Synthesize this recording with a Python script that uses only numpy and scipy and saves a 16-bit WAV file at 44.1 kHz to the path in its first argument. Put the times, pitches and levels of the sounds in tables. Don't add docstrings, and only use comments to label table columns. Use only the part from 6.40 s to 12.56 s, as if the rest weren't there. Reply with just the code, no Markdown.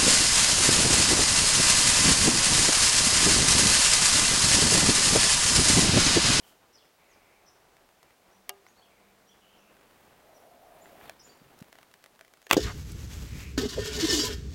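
import sys
import numpy as np
from scipy import signal
from scipy.fft import rfft, irfft, next_fast_len
from scipy.io import wavfile
from scipy.ndimage import uniform_filter1d

SR = 44100
rng = np.random.default_rng(int(sys.argv[2]) if len(sys.argv) > 2 else 0)


def wav_out(sig):
    wavfile.write(sys.argv[1], SR, np.round(np.clip(np.atleast_2d(sig).T, -1, 1) * 32767).astype(np.int16))


N = 271739
T = np.arange(N) / SR
DRAW_START_S, DRAW_END_S, HOLD_S, LOOSE_S, STOP_S = 3.76, 4.75, 5.17, 6.107, 6.1305


def gain_of(db):
    return 10 ** (np.asarray(db) / 20)


def unit_rms(x):
    return x / np.sqrt(np.mean(x ** 2) + 1e-20)


def spectrum_gain(colour, hz):
    points_hz, points_db = np.transpose(colour)
    return gain_of(np.interp(np.log(hz + 1), np.log(points_hz + 1), points_db))


def add(mix, start_s, sound):
    part = mix[round(start_s * SR):][:len(sound)]
    part += sound[:len(part)]


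def ramp(start_s, length_s):
    return np.clip((T - start_s) / length_s, 0, 1)


def progress(length_s):
    return np.linspace(0, 1, round(length_s * SR))


def swells(rows):
    return np.sqrt(sum((gain_of(db) * np.exp(-np.maximum((peak_s - T) / rise_s, (T - peak_s) / fall_s)))
                       ** 2 for peak_s, rise_s, fall_s, db in rows))


def hiss(colour):
    white = rfft(rng.standard_normal(N))
    return unit_rms(irfft(white * spectrum_gain(colour, np.fft.rfftfreq(N, 1 / SR)), N))


def wander(hz):
    size = next_fast_len(N)
    rolloff = 1 + (np.fft.rfftfreq(size, 1 / SR) / hz) ** 4
    return unit_rms(irfft(rfft(rng.standard_normal(size)) / rolloff, size)[:N])


def low_cut(x, hz):
    return signal.sosfilt(signal.butter(2, hz, "high", fs=SR, output="sos"), x)


def resonate(x, hz, width_hz):
    carrier = np.exp(2j * np.pi * np.cumsum(hz * np.ones(len(x))) / SR)
    pole = np.exp(-np.pi * width_hz / SR)
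    return (carrier * signal.lfilter([1 - pole], [1, -pole], x / carrier)).real


def band(x, hz, width_hz):
    return unit_rms(resonate(resonate(x, hz, width_hz), hz, width_hz))


def ring(modes):
    t = T[:SR // 2]
    return sum(gain_of(db - 60 * t / t60_s) * np.sin(2 * np.pi * hz * t) for hz, db, t60_s in modes)


def crack(colour, decay_s):
    fade = np.exp(-T[:2048] / decay_s)
    burst = np.fft.fft(rng.standard_normal(len(fade)) * fade)
    wanted = spectrum_gain(colour, abs(np.fft.fftfreq(len(fade), 1 / SR)))
    smoothed = np.sqrt(uniform_filter1d(abs(burst) ** 2, size=60, mode="wrap"))
    minimum_phase = np.exp(np.conj(signal.hilbert(np.log(wanted / smoothed))))
    return unit_rms(np.fft.ifft(burst * minimum_phase).real) * np.sqrt(np.mean(fade ** 2))


def whistles(notes, flutter=.016):
    tones = np.zeros(N)
    waver, flicker = wander(260), gain_of(4 * wander(70))
    for start_s, db, pitch_hz in notes:
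        hz = pitch_hz * (1 + flutter * np.roll(waver, -round(start_s * SR))[:len(pitch_hz)])
        envelope = np.sqrt(abs(np.sin(np.pi * np.linspace(0, 1, len(hz)))))
        add(tones, start_s, gain_of(db) * np.sin(2 * np.pi * np.cumsum(hz) / SR) * envelope)
    return tones * unit_rms(flicker)


def scatter(x, t60_s, cutoff_hz):
    t = T[:SR // 2]
    tail = rng.standard_normal(len(t)) * gain_of(-60 * t / t60_s) * (1 - np.exp(-t / 0.0019))
    tail = signal.sosfilt(signal.butter(2, cutoff_hz, fs=SR, output="sos"), tail / np.linalg.norm(tail))
    return signal.fftconvolve(x, tail)[:N]


# frequency in Hz, relative density in dB.
AIR_COLOUR = [(15, -46), (25, -6), (97, -10.5), (190, -9), (256, -8.5), (363, -5.5), (624, -5.5),
              (734, -4.5), (988, -8), (2410, -14.5), (5280, -19), (11900, -23.5), (16000, -23)]
# peak time, rise and fall time constants in seconds, level in dB.
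DRONE_SWELLS = [(1.98, .25, 0.24, -75), (2.85, 0.34, .45, -67)]
LEAF_SWELLS = [(.08, .05, .05, -59.5)]


def air():
    lull_s, lull_db_per_s = 4.32, 2.5
    wash = hiss(AIR_COLOUR)
    body = signal.sosfiltfilt(signal.butter(2, 2500, fs=SR, output="sos"), wash)
    body_db = -62 - lull_db_per_s * np.maximum(T - lull_s, 0) + 1.47 * wander(15.6)
    drone_hz = 188.7 + 9 * (T - 1.74)
    drone = swells(DRONE_SWELLS) * unit_rms(resonate(rng.standard_normal(N), drone_hz, width_hz=4.9))
    leaves = swells(LEAF_SWELLS) * rng.standard_normal(N)
    return body * gain_of(body_db) + (wash - body) * gain_of(-63.5) + drone + leaves


# start in seconds, top pitch in Hz, crest position from 0 to 1, level in dB.
CHIRPS = [(.345, 5150, .25, -64), (.382, 3540, 0.38, -60.5), (.692, 6750, 0.08, -64.5),
          (1.905, 5960, 0.6, -69.5), (2.26, 6940, 0.96, -64), (2.352, 4530, 0.65, -65),
          (2.415, 3390, 0.41, -64), (2.865, 5890, 0.53, -63), (2.885, 3440, 0.48, -61),
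          (3.178, 6080, 0.65, -64.5), (3.94, 5880, 0.25, -65), (4.402, 7170, 0.6, -64),
          (4.645, 4740, 0, -61), (4.785, 5180, 0.4, -62), (4.828, 7120, 0.48, -56),
          (4.875, 4700, 0.62, -64.5), (6.03, 6800, .5, -63)]
# start in seconds, level per voice in dB.
PIPS = [(.329, -61.5), (1.061, -59.5), (4.794, -57.5)]
# start in seconds, length in seconds, pitch in Hz, level in dB.
CHURRS = [(0.018, 0.096, 3020, -66.5), (0.524, 0.53, 2230, -70.5), (1.594, 0.15, 2260, -74),
          (2.446, 0.31, 2240, -73.5), (2.996, .2, 2940, -68.5), (3.166, 0.19, 2600, -73.5)]


def birds():
    chirp_s, sweep_hz = .052, 2826
    pip_s, voices_hz = .033, (5300, 5850)
    notes = [(start_s, db, top_hz - sweep_hz * (progress(chirp_s) - crest) ** 2)
             for start_s, top_hz, crest, db in CHIRPS]
    notes += [(start_s, db, np.full(round(pip_s * SR), hz)) for start_s, db in PIPS for hz in voices_hz]
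    song = whistles(notes)
    for start_s, length_s, hz, db in CHURRS:
        t = T[:round(length_s * SR)]
        throb = (1 + np.sin(2 * np.pi * 85 * t)) * rng.standard_normal(len(t))
        add(song, start_s, gain_of(db) * band(throb, hz, width_hz=540) * signal.windows.tukey(len(t), .4))
    return song + gain_of(-2) * scatter(song, t60_s=.5, cutoff_hz=9000)


# start in seconds, level in dB.
NOCK_CLICKS = [(2.0931, -27), (2.094, -17), (2.101, -45)]
# frequency in Hz, relative density in dB.
NOCK_COLOUR = [(200, -33), (600, -6), (2000, -4), (3900, -7), (4900, -1.5), (7000, -4.5), (8100, -7.5),
               (11000, -1), (16000, -6.5)]
# frequency in Hz, relative level in dB, T60 in seconds.
STRING_MODES = [(395, -4, 0.48), (586, -9, 0.19), (723, -1.5, 0.16), (810, -4.5, 0.18), (1075, -16, 0.12),
                (1220, -6, 0.15), (1630, -11.5, 0.13), (2130, 3, 0.025), (2280, 3.5, 0.032),
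                (2834, 2, 0.076), (3170, 6, 0.032), (4430, 0, .035)]


def nock():
    clicks, twang = np.zeros(N), np.zeros(N)
    for start_s, db in NOCK_CLICKS:
        add(clicks, start_s, gain_of(db) * crack(NOCK_COLOUR, decay_s=0.00041))
    add(twang, NOCK_CLICKS[0][0], gain_of(-43) * ring(STRING_MODES))
    reflections = gain_of(-3.5) * scatter(clicks, t60_s=0.033, cutoff_hz=3460)
    return low_cut(low_cut(clicks + twang + reflections, hz=312), hz=312)


# peak time, rise and fall time constants in seconds, level in dB.
RUBS = [(3.62, .45, .6, -62), (4.66, 0.28, 0.085, -53.5), (4.89, .06, 0.077, -57.5),
        (5.2, 0.39, 0.48, -60.5)]
# frequency in Hz, relative density in dB.
RUB_COLOUR = [(40, -6.5), (120, 0.5), (400, 2), (900, -3.5), (2000, -7), (3300, -12), (5000, -20),
              (8000, -21), (11000, -19.5), (16000, -17)]
# start in seconds, length in seconds, level per tone in dB.
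SQUEAKS = [(3.86, .33, -76), (4.27, .3, -75)]


def draw():
    attack_s, release_s, squeak_hz = .16, .17, (10300, 13200)
    slide = gain_of(-58) * ramp(DRAW_START_S, attack_s) * (1 - ramp(DRAW_END_S - release_s, release_s))
    friction = rng.standard_normal(N) * gain_of(1.8 * wander(60))
    shaft_hz = (619 + 36 * (T - DRAW_START_S)) * (1 + .04 * wander(16))
    shaft = band(friction, shaft_hz, width_hz=220)
    fizz = gain_of(-16) * unit_rms(low_cut(friction, hz=10000))
    cloth = swells(RUBS) * hiss(RUB_COLOUR) * gain_of(1.76 * wander(70))
    squeaks = whistles([(start_s, db, hz * (1 + .11 * progress(length_s)))
                        for start_s, length_s, db in SQUEAKS for hz in squeak_hz])
    return slide * (shaft + fizz) + cloth + squeaks


# start in seconds, level before decay in dB, pitch in Hz.
HAND_BUMPS = [(5.015, -46, 217), (5.058, -53.5, 123), (5.2154, -35, 187)]


def hand_bumps():
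    bumps = np.zeros(N)
    for start_s, db, hz in HAND_BUMPS:
        t = T[:round(1.8 / hz * SR)]
        envelope = signal.windows.tukey(len(t), .6) * np.exp(-t * hz * 0.35)
        add(bumps, start_s, -gain_of(db) * np.sin(2 * np.pi * hz * t) * envelope)
    return bumps


def slip_ticks(count, db=-49.5, spread_db=3, treble_db=-10.5):
    gap_s = (LOOSE_S - HOLD_S) / count
    return [(HOLD_S + gap_s * (k + rng.random()), db + spread_db * rng.standard_normal(), treble_db)
            for k in range(count)]


def handling_ticks(count, db=-48.5, treble_db=-16):
    return [(start_s, db, treble_db) for start_s in DRAW_START_S * rng.random(count)]


# start in seconds, relative level in dB, treble in dB (-10 flat).
TICKS = [(1.367, -45.5, -14), (1.629, -42.5, -10), (2.265, -39, -21), (4.457, -39, -27),
         (4.611, -37.5, -31), (4.695, -26.5, -12), (5.189, -43, 1), (5.207, -45, 5), (5.224, -39.5, -12),
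         (5.327, -36.5, -12), (5.354, -41.5, -15), (5.386, -38.5, -16.5), (5.429, -41, -14),
         (5.539, -38.5, -12.5), (5.64, -38, -11), (5.66, -39, -13), (5.792, -41.5, -16),
         (5.81, -34.5, -15.5), (5.848, -43, -14), (5.937, -41.5, -10), (6.017, -44.5, -9),
         (6.067, -32.5, -15)]
# frequency in Hz, relative density in dB.
TICK_COLOUR = [(150, -23), (400, 1), (700, 2), (1400, 3), (2200, 2.5), (3200, -2), (5000, -3.5),
               (8000, -7.5), (16000, -12)]


def creaks():
    ticks = np.zeros(N)
    for start_s, db, treble_db in TICKS + slip_ticks(count=16) + handling_ticks(count=8):
        shelf_db = 0.98 * (treble_db + 10)
        colour = [(hz, base_db + shelf_db * np.clip(np.log2(hz / 2500), 0, 1))
                  for hz, base_db in TICK_COLOUR]
        add(ticks, start_s + .0006, gain_of(db - 4.5) * crack(colour, decay_s=0.0015))
    hum = gain_of(9.5) * resonate(ticks, hz=662, width_hz=35)
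    return ticks + hum + gain_of(-11) * scatter(ticks, t60_s=0.076, cutoff_hz=2980)


def arrow_scrape():
    rise_s, fall_s = .022, .012
    from_hz, to_hz, glide_mid_s, glide_s = 950, 3400, 6.123, .0072
    envelope = ramp(LOOSE_S, length_s=.0024) * swells([(STOP_S, rise_s, fall_s, -25)])
    shaft_hz = from_hz + (to_hz - from_hz) * (1 + np.tanh((T - glide_mid_s) / glide_s)) / 2
    shaft = band(rng.standard_normal(N), shaft_hz, width_hz=500)
    grit = hiss([(100, -12), (400, 12), (1500, -1), (3400, -6), (4800, -16), (16000, -12)])
    return envelope * (gain_of(-5) * shaft + gain_of(-4.5) * grit)


# start in seconds, knock gain in dB, crack gain in dB, crack decay in seconds.
BLOWS = [(6.0943, -46, -47, 0.0088), (6.1013, -40, -30, .0007), (6.1044, -26, -38, 0.0009),
         (6.1112, -3.5, -11, .0008), (6.1123, -1, -22, .002), (6.1274, -41, -18.5, 0.0013),
         (6.13, -22, -12.5, 0.0026), (6.1329, -15.5, -14, 0.00071), (6.1425, -22, -28, 0.0027)]
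# frequency in Hz, relative level in dB, T60 in seconds.
WOOD_MODES = [(515, -18, 0.039), (755, -24, .016), (1220, -12, 0.017), (1420, -9, 0.011),
              (2050, -8, 0.0076), (2600, -9, 0.0091), (3310, -21, 0.027)]
LIMB_MODES = [(50, -34, .5), (119, -37, 0.59), (187, -42, 0.22), (361, -27, 0.11), (477, -26, 0.077),
              (537, -28, 0.086), (865, -31, 0.063), (1055, -35, 0.054)]


def shot():
    knocks, cracks, shudder = np.zeros(N), np.zeros(N), np.zeros(N)
    crack_colour = [(200, 11), (800, 2), (3000, 12.5), (4200, 3), (7500, 6), (10000, -6.5),
                    (12500, 0.5), (16000, -2)]
    wood = ring(WOOD_MODES)
    for start_s, knock_db, crack_db, decay_s in BLOWS:
        add(knocks, start_s, -gain_of(knock_db) * wood)
        add(cracks, start_s, gain_of(crack_db) * crack(crack_colour, decay_s))
    add(shudder, STOP_S, -gain_of(1.5) * ring(LIMB_MODES))
    direct = low_cut(knocks + cracks + arrow_scrape(), hz=222) + low_cut(shudder, hz=60.7)
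    return direct + gain_of(-18.5) * scatter(direct, t60_s=0.18, cutoff_hz=6000)


def scene():
    return (air() + birds() + nock() + draw() + hand_bumps() + creaks() + shot())[None]


def record(dry):
    edge_hz = 16300
    return signal.oaconvolve(dry, signal.firwin(255, edge_hz, window=("kaiser", 8), fs=SR)[None], "same")


dry = scene()
out = record(dry)
wav_out(out)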